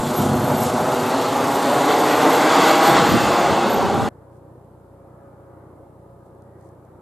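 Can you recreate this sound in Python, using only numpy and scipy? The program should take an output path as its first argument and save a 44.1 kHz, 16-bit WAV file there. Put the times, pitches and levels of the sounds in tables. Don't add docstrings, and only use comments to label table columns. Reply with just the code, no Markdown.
import sys
import numpy as np
from scipy import signal
from scipy.fft import rfft, irfft, next_fast_len
from scipy.io import wavfile
from scipy.ndimage import uniform_filter1d, map_coordinates

SR = 44100
rng = np.random.default_rng(int(sys.argv[2]) if len(sys.argv) > 2 else 0)


def pcm_store(signal):
    levels = np.round(np.clip(np.atleast_2d(signal), -1, 1) * 32767)
    wavfile.write(sys.argv[1], SR, levels.astype(np.int16).T)


N = 309141
TIME = np.arange(N) / SR
CUT_S = 4.089


def amp(db):
    return 10 ** (np.asarray(db) / 20)


def unit(x):
    return x / np.sqrt(np.mean(x ** 2) + 1e-20)


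def along(points, hz):
    f, v = np.transpose(points)
    return np.interp(np.log(hz + 1), np.log(f + 1), v)


def curves(rows):
    s, *cols = np.transpose(rows)
    return [np.interp(TIME, s, c) for c in cols]


def wobble(rate):
    return map_coordinates(rng.standard_normal(int(N * rate / SR) + 4), [np.arange(N) * rate / SR])


def swell(s, half_s):
    return np.exp(-((TIME - s) / half_s) ** 2)


def flares(rows, half_s):
    return sum(db * swell(s, half_s) for s, db in rows)


def filtered(x, response):
    m = next_fast_len(N + SR // 2)
    return irfft(rfft(x, m) * response(np.fft.rfftfreq(m, 1 / SR)), m)[..., :N]


def rush(colour, width):
    mid, side = filtered(rng.standard_normal((2, N)), lambda hz: amp(along(colour, hz)))
    side = filtered(side, lambda hz: amp(along(width, hz)))
    return unit(np.array([mid + side, mid - side]))


def tone(cycles, blur, rate):
    flutter = 1 + blur * (wobble(rate) + 1j * wobble(rate))
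    return unit(np.real(flutter * np.exp(2j * np.pi * cycles)))


def chop(blades, depth_db, scatter_db):
    strength = map_coordinates(rng.standard_normal(1024), [blades], order=1)
    return unit(amp(depth_db * np.cos(2 * np.pi * blades) + scatter_db * strength))


def shimmer(x, patchy_db):
    spectra = signal.stft(x, nperseg=1024)[2]
    patches = uniform_filter1d(rng.standard_normal(spectra.shape[1:]), size=4, axis=0)
    patches = uniform_filter1d(patches, size=16, axis=1)
    return unit(signal.istft(spectra * amp(patchy_db * unit(patches)), nperseg=1024)[1][:, :N])


def passing(overhead_db, falloff, aft_db):
    overhead_s, pass_s = 2.89, 0.79
    speed_up_per_s = 0.26
    past = np.expm1(speed_up_per_s * (TIME - overhead_s)) / (speed_up_per_s * pass_s)
    distance = np.hypot(1, past)
    return overhead_db - falloff * 20 * np.log10(distance) + aft_db * past / distance


# t/s, half length/s, rumble level/dB, buffet level/dB
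GUSTS = [(0.058, 0.063, -27, -75), (0.206, 0.025, -19, -45), (0.34, 0.11, -18, -36.5),
         (0.566, 0.21, -24, -41.5), (0.84, .04, -24.5, -46), (1.106, 0.083, -40, -61),
         (1.46, 0.063, -40, -51.5), (1.78, 0.11, -30.5, -44), (2.194, 0.034, -54, -49),
         (2.903, 0.035, -21.5, -39.5), (3.037, 0.13, -25, -31), (3.145, 0.038, -16.5, -19.5),
         (3.25, 0.095, -28.5, -29.5), (3.505, 0.081, -28, -29), (3.672, 0.031, -42, -38.5),
         (3.838, 0.15, -43, -26.5), (4.008, 0.15, -38, -25.5)]
def gusts():
    rumble, buffet = sum(np.outer(amp(levels), swell(s, half_s)) ** 2 for s, half_s, *levels in GUSTS)
    calm_rumble = amp(passing(-39, falloff=-1.22, aft_db=0))
    breeze = amp(-75.5)
    return np.sqrt(rumble + calm_rumble ** 2), np.sqrt(buffet + breeze ** 2)


# f/Hz, side minus mid/dB
NEAR_WIDTH = [(100, -57), (600, -69), (1200, -58), (2500, -30), (4700, -18), (6500, -28), (8300, -12.5),
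              (10000, -18), (13000, -29)]
# f/Hz, level/dB
RUMBLE_COLOUR = [(15, -50.5), (32, -32), (50, -10.5), (80, -2), (120, 1), (170, 5), (250, 4.5), (380, -4.5),
                 (800, -60), (4000, -100)]
def blade_rumble(blades):
    return gusts()[0] * chop(blades, depth_db=2.5, scatter_db=-0.7) * rush(RUMBLE_COLOUR, NEAR_WIDTH)


# t/s, half length/s, wash gain/dB, exhaust gain/dB, hiss gain/dB
SURGES = [(0.085, 0.043, -4, 1.5, 3.5), (0.2, 0.072, 1.5, 3, 4), (0.497, 0.06, 3, 2.5, 1),
          (0.647, 0.052, 0, 0.5, 5.5), (0.86, 0.1, 2.5, 0, -0.5), (1.2, 0.3, -0.1, 2.5, -0.5),
          (1.697, 0.15, 1.5, 0.5, 0), (1.91, 0.035, 2, 3.5, -1.5), (2.12, 0.026, 1, 2.5, 0),
          (2.304, 0.18, 2, .5, 0.5), (2.556, 0.083, 1, 2.5, -0.5), (2.68, 0.055, 2, 3.5, 4),
          (2.88, .05, 1.2, 2.5, 5), (2.98, 0.031, 1.5, 4, -3.5), (3.24, 0.17, -2.5, 0.4, 1.5),
          (3.58, 0.31, 1.4, 2, -2)]
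def surges():
    return sum(np.outer(gains_db, swell(s, half_s)) for s, half_s, *gains_db in SURGES)


# f/Hz, level/dB
WASH_COLOUR = [(60, -61.5), (150, -14), (270, 0.2), (340, -1), (440, -0.5), (540, -1), (720, 1.5),
               (950, -2), (1200, -7.5), (1450, -9.5), (1700, -19.5), (2600, -36.5), (6000, -71)]
HISS_COLOUR = [(1500, -28), (3300, 2), (5400, -2.5), (6800, 2.5), (8200, 2.5), (9400, -3), (11500, -3.5),
               (13000, -6.5), (13700, -20), (14300, -22.5), (15000, -32)]
def rotor_wash(blades, wash_db, hiss_db):
    wash = amp(passing(-15, falloff=0.93, aft_db=-0.8) + wash_db)
    wash = wash * chop(blades, depth_db=0.27, scatter_db=0.52)
    wash = wash * shimmer(rush(WASH_COLOUR, NEAR_WIDTH), patchy_db=0.98)
    hiss = amp(passing(-35, falloff=0.91, aft_db=-5) + hiss_db)
    hiss = hiss * chop(blades, depth_db=1.4, scatter_db=0.75)
    hiss = hiss * shimmer(rush(HISS_COLOUR, NEAR_WIDTH), patchy_db=2.2)
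    return wash + hiss


# f/Hz, level/dB
EXHAUST_COLOUR = [(500, -25), (1100, 9), (1750, -0.5), (2050, 1.5), (2400, -4), (2700, -2.5), (3050, -5),
                  (3450, -3.5), (3950, -5), (4500, -6.5), (5400, -12), (7000, -12), (10000, -25.5),
                  (14000, -61)]
def exhaust(surge_db):
    jet = shimmer(rush(EXHAUST_COLOUR, NEAR_WIDTH), patchy_db=1.5)
    return amp(passing(-20, falloff=1.8, aft_db=-1.4) + surge_db + .4 * wobble(24.9)) * jet


# t/s, lag/ms
ECHO_LAG = [(0, 8.24), (1, 7.9), (2, 6.86), (3, 6.06), (4.1, 4.96)]
def ground_echo(x, echo_db, dull_hz):
    n = np.arange(N)
    lag = curves(ECHO_LAG)[0] * SR / 1000
    bounce = amp(echo_db) * filtered(x, lambda hz: 1 / (1 + (hz / dull_hz) ** 2))
    return x + np.array([np.interp(n - lag, n, channel) for channel in bounce])


# t/s, gain/dB
WHISTLE_FLARES = [(.08, 11), (.52, 12), (.85, 4), (1.8, 4), (2.65, 3), (2.87, 6.5), (3.15, 3), (3.59, 9)]
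def blade_whistle(blades, craft_time, centre_hz=13200, sweep_hz=2786, wander_hz=170):
    swing = blades % 1 - .5
    cycles = centre_hz * craft_time + np.cumsum(wander_hz * wobble(30) - sweep_hz * swing) / SR
    bursts = unit(np.exp(-(swing / 0.15) ** 2)) * chop(blades, depth_db=3, scatter_db=1.0)
    level_db = passing(-55.5, falloff=1.4, aft_db=-9) + flares(WHISTLE_FLARES, half_s=0.064)
    return amp(level_db) * bursts * tone(cycles, blur=2.5, rate=710)


# multiple of the hum's lowest note, level/dB, gain behind/dB
FAN_NOTES = [(1, -13, -6.5), (2, -4, 5.5), (3, -3, 4.5), (4, 2, -2), (5, -4, -1), (6, -12.5, -0.5),
             (7, 2.5, 0.5)]
def tail_fan(craft_time, hum_hz=119.7):
    return sum(amp(passing(db - 31.5, falloff=1.08, aft_db=aft_db))
               * tone(k * hum_hz * craft_time, blur=0.35, rate=13) for k, db, aft_db in FAN_NOTES)


# t/s, gain/dB
GEAR_FLARES = [(1.2, 2), (1.95, 6.5), (2.9, 8.5), (3.7, 3.5), (3.95, 5.5)]
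def gearbox(craft_time, hz=813.5):
    level_db = passing(-28.5, falloff=0.94, aft_db=1.5) + flares(GEAR_FLARES, half_s=0.13)
    return amp(level_db) * tone(hz * craft_time + .06 * wobble(11), blur=.28, rate=26)


# t/s, gain/dB
WHINE_FLARES = [(.19, 14), (.48, 11), (.61, 18), (1.52, 3), (1.82, 1), (2.09, 7), (2.36, 9.5), (2.68, 10),
                (2.88, 8), (3.01, 4), (3.12, 7.5), (3.74, 14)]
def compressor_whine(craft_time, hz=12200):
    whine = tone(hz * craft_time, blur=2.5, rate=150)
    level_db = passing(-45, falloff=1.15, aft_db=-5) + flares(WHINE_FLARES, half_s=0.049)
    return amp(level_db + 1.8 * wobble(22.02)) * whine


# f/Hz, level overhead/dB, gain behind/dB
TURBINE_NOTES = [(3457, -41, 0), (4510, -44.5, 2), (6960, -47.5, -0.5), (7370, -45.5, -1),
                 (7720, -54, -8.5), (8170, -48.5, 0.5)]
# t/s, gain/dB
TURBINE_FLARES = [(.05, 13.5), (3.02, 1)]
def turbine_rings(craft_time):
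    rings = sum(amp(passing(db, falloff=2.1, aft_db=aft_db)) * tone(hz * craft_time, blur=1.5, rate=110)
                for hz, db, aft_db in TURBINE_NOTES)
    return amp(flares(TURBINE_FLARES, half_s=.1)) * rings


def near_helicopter(blade_hz=26.53):
    doppler = 1.0221 - .0045 * TIME - .00174 * TIME ** 2
    craft_time = np.cumsum(doppler) / SR
    blades = blade_hz * craft_time
    wash_db, exhaust_db, hiss_db = surges()
    roar = blade_rumble(blades) + rotor_wash(blades, wash_db, hiss_db) + exhaust(exhaust_db)
    roar = amp(-1.58) * ground_echo(roar, echo_db=-5, dull_hz=900)
    return (roar + blade_whistle(blades, craft_time) + tail_fan(craft_time)
            + gearbox(craft_time) + compressor_whine(craft_time) + turbine_rings(craft_time))


# f/Hz, level/dB
WIND_COLOUR = [(15, -45), (32, -35), (55, -14.5), (95, -1), (170, -6), (240, -1), (500, -16.5),
               (1200, -28.5), (3000, -45.5), (12000, -90.5)]
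# f/Hz, side minus mid/dB
WIND_WIDTH = [(50, 1.5), (500, -5)]
def wind():
    return gusts()[1] * amp(1.7 * wobble(35)) * rush(WIND_COLOUR, WIND_WIDTH)


# multiple of the blade rate, level/dB
THROB_NOTES = [(2, -61.5), (3, -56), (4, -54), (5, -59.5), (6, -63), (7, -68)]
def far_throb(blades):
    beats = chop(blades, depth_db=0, scatter_db=1.3)
    return beats * sum(amp(db) * tone(k * blades, blur=0.15, rate=3.1) for k, db in THROB_NOTES)


# multiple of its blade rate, gain/dB
FAR_TAIL_NOTES = [(4, 3), (5, -5), (9, -11)]
# t/s, level/dB
FAR_TAIL_LEVEL = [(4.1, -70), (4.33, -57.5), (4.62, -66), (4.85, -59), (5.55, -56), (5.67, -63),
                  (5.85, -57), (6.3, -58.5), (6.57, -64), (6.7, -57), (6.8, -72.5), (7, -74)]
def far_tail_rotor(t, blade_hz=138.6, sag_hz_per_s=.55):
    cycles = blade_hz * t - sag_hz_per_s * (t - CUT_S) ** 2 / 2 + .04 * wobble(5)
    fading = unit(amp(1.5 * wobble(9.9)))
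    notes = sum(amp(db) * tone(k * cycles, blur=0.29, rate=11) for k, db in FAR_TAIL_NOTES)
    return amp(curves(FAR_TAIL_LEVEL)[0]) * fading * notes


# f/Hz, side minus mid/dB
VALLEY_WIDTH = [(60, -1), (150, -15), (370, -12.5), (930, -7), (2320, -3.5), (5790, 0), (14400, -0.5)]
# f/Hz, level/dB
DRONE_COLOUR = [(15, -38), (40, -28), (70, -12), (120, -4.5), (190, -5.5), (260, -6), (340, 0), (450, -5),
                (560, -5), (700, -10.5), (900, -9.5), (1300, -23.5), (2000, -44), (3000, -68.5)]
FAR_WASH_COLOUR = [(400, -44), (800, 1), (1200, 6.5), (1600, -2), (2200, -12), (3000, -34), (5000, -62)]
# t/s, thump gain/dB, drone gain/dB
LOW_CARRY = [(4.1, 3, -0.5), (4.3, 1, -0.5), (4.52, 1, 0.5), (4.8, 1, -2), (5.17, -1.5, -0.5), (5.55, 0, 1),
             (5.8, 1, 1), (6.0, 1.5, -1.5), (6.37, -2, 0.5), (6.55, 0.5, 0), (6.75, -0.5, -0.5),
             (7, -1, 0.5)]
# t/s, level/dB
WASH_CARRY = [(4.1, -63), (4.27, -62.5), (4.65, -68.5), (5.0, -64), (5.28, -60), (5.48, -61), (5.65, -60.5),
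              (5.9, -64.5), (6.15, -69), (6.45, -64.5), (7, -63.5)]
def far_helicopter(blade_hz=30.35, lag_ms=0.19):
    t = TIME + np.array([[.5], [-.5]]) * lag_ms / 1000
    blades = blade_hz * (t - .004)
    thump_db, drone_db = curves(LOW_CARRY)
    rotors = amp(thump_db) * far_throb(blades) + far_tail_rotor(t)
    drone = chop(blades, depth_db=.7, scatter_db=0) * rush(DRONE_COLOUR, VALLEY_WIDTH)
    wash = shimmer(rush(FAR_WASH_COLOUR, VALLEY_WIDTH), patchy_db=3.0)
    return rotors + amp(drone_db - 48) * drone + amp(curves(WASH_CARRY)[0]) * wash


# f/Hz, level/dB
STILL_COLOUR = [(100, -1), (2500, 1.5), (4000, -0.5), (6000, -5), (7500, 0.5), (10500, 1.5), (13500, 0),
                (15000, -14.5)]
def valley_hush():
    return amp(-73) * rush(STILL_COLOUR, VALLEY_WIDTH)


# t/s, half length/s, level/dB
SLIDES = [(4.35, .04, -75), (6.27, .025, -77.5), (6.645, 0.059, -72)]
# f/Hz, level/dB
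SLIDE_COLOUR = [(1500, -22), (4000, -6), (8500, 0), (11500, -4.5), (15000, -22)]
def snow_slides():
    swells = sum(amp(db) * swell(s, half_s) for s, half_s, db in SLIDES)
    return amp(2.5 * wobble(250)) * swells * rush(SLIDE_COLOUR, VALLEY_WIDTH)


# t/s, level/dB
TICKS = [(4.647, -64), (4.8, -65), (4.89, -65.5), (5.211, -63.5), (6.259, -62), (6.264, -61), (6.352, -66),
         (6.422, -53), (6.647, -62), (6.69, -56), (6.716, -64), (6.851, -58.5)]
# f/Hz, level/dB
TICK_COLOUR = [(1000, -20), (2500, -8), (5500, -2.5), (9000, 3), (12000, -7), (15000, -9.5)]
def snow_ticks(fade_s=.005):
    ticks = sum(amp(db - 60 * np.abs(TIME - s) / fade_s) * (TIME >= s) for s, db in TICKS)
    return ticks * rush(TICK_COLOUR, VALLEY_WIDTH)


def scene():
    near = np.clip((CUT_S - TIME) / .003 + .5, 0, 1)
    valley = far_helicopter() + snow_slides() + snow_ticks() + valley_hush()
    return near * (near_helicopter() + wind()) + (1 - near) * valley


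def record(dry):
    ceiling, top_hz = .92, 15036
    rounded = dry / (1 + (dry / ceiling) ** 10) ** (1 / 10)
    return filtered(rounded, lambda hz: hz < top_hz)


dry = scene()
out = record(dry)
pcm_store(out)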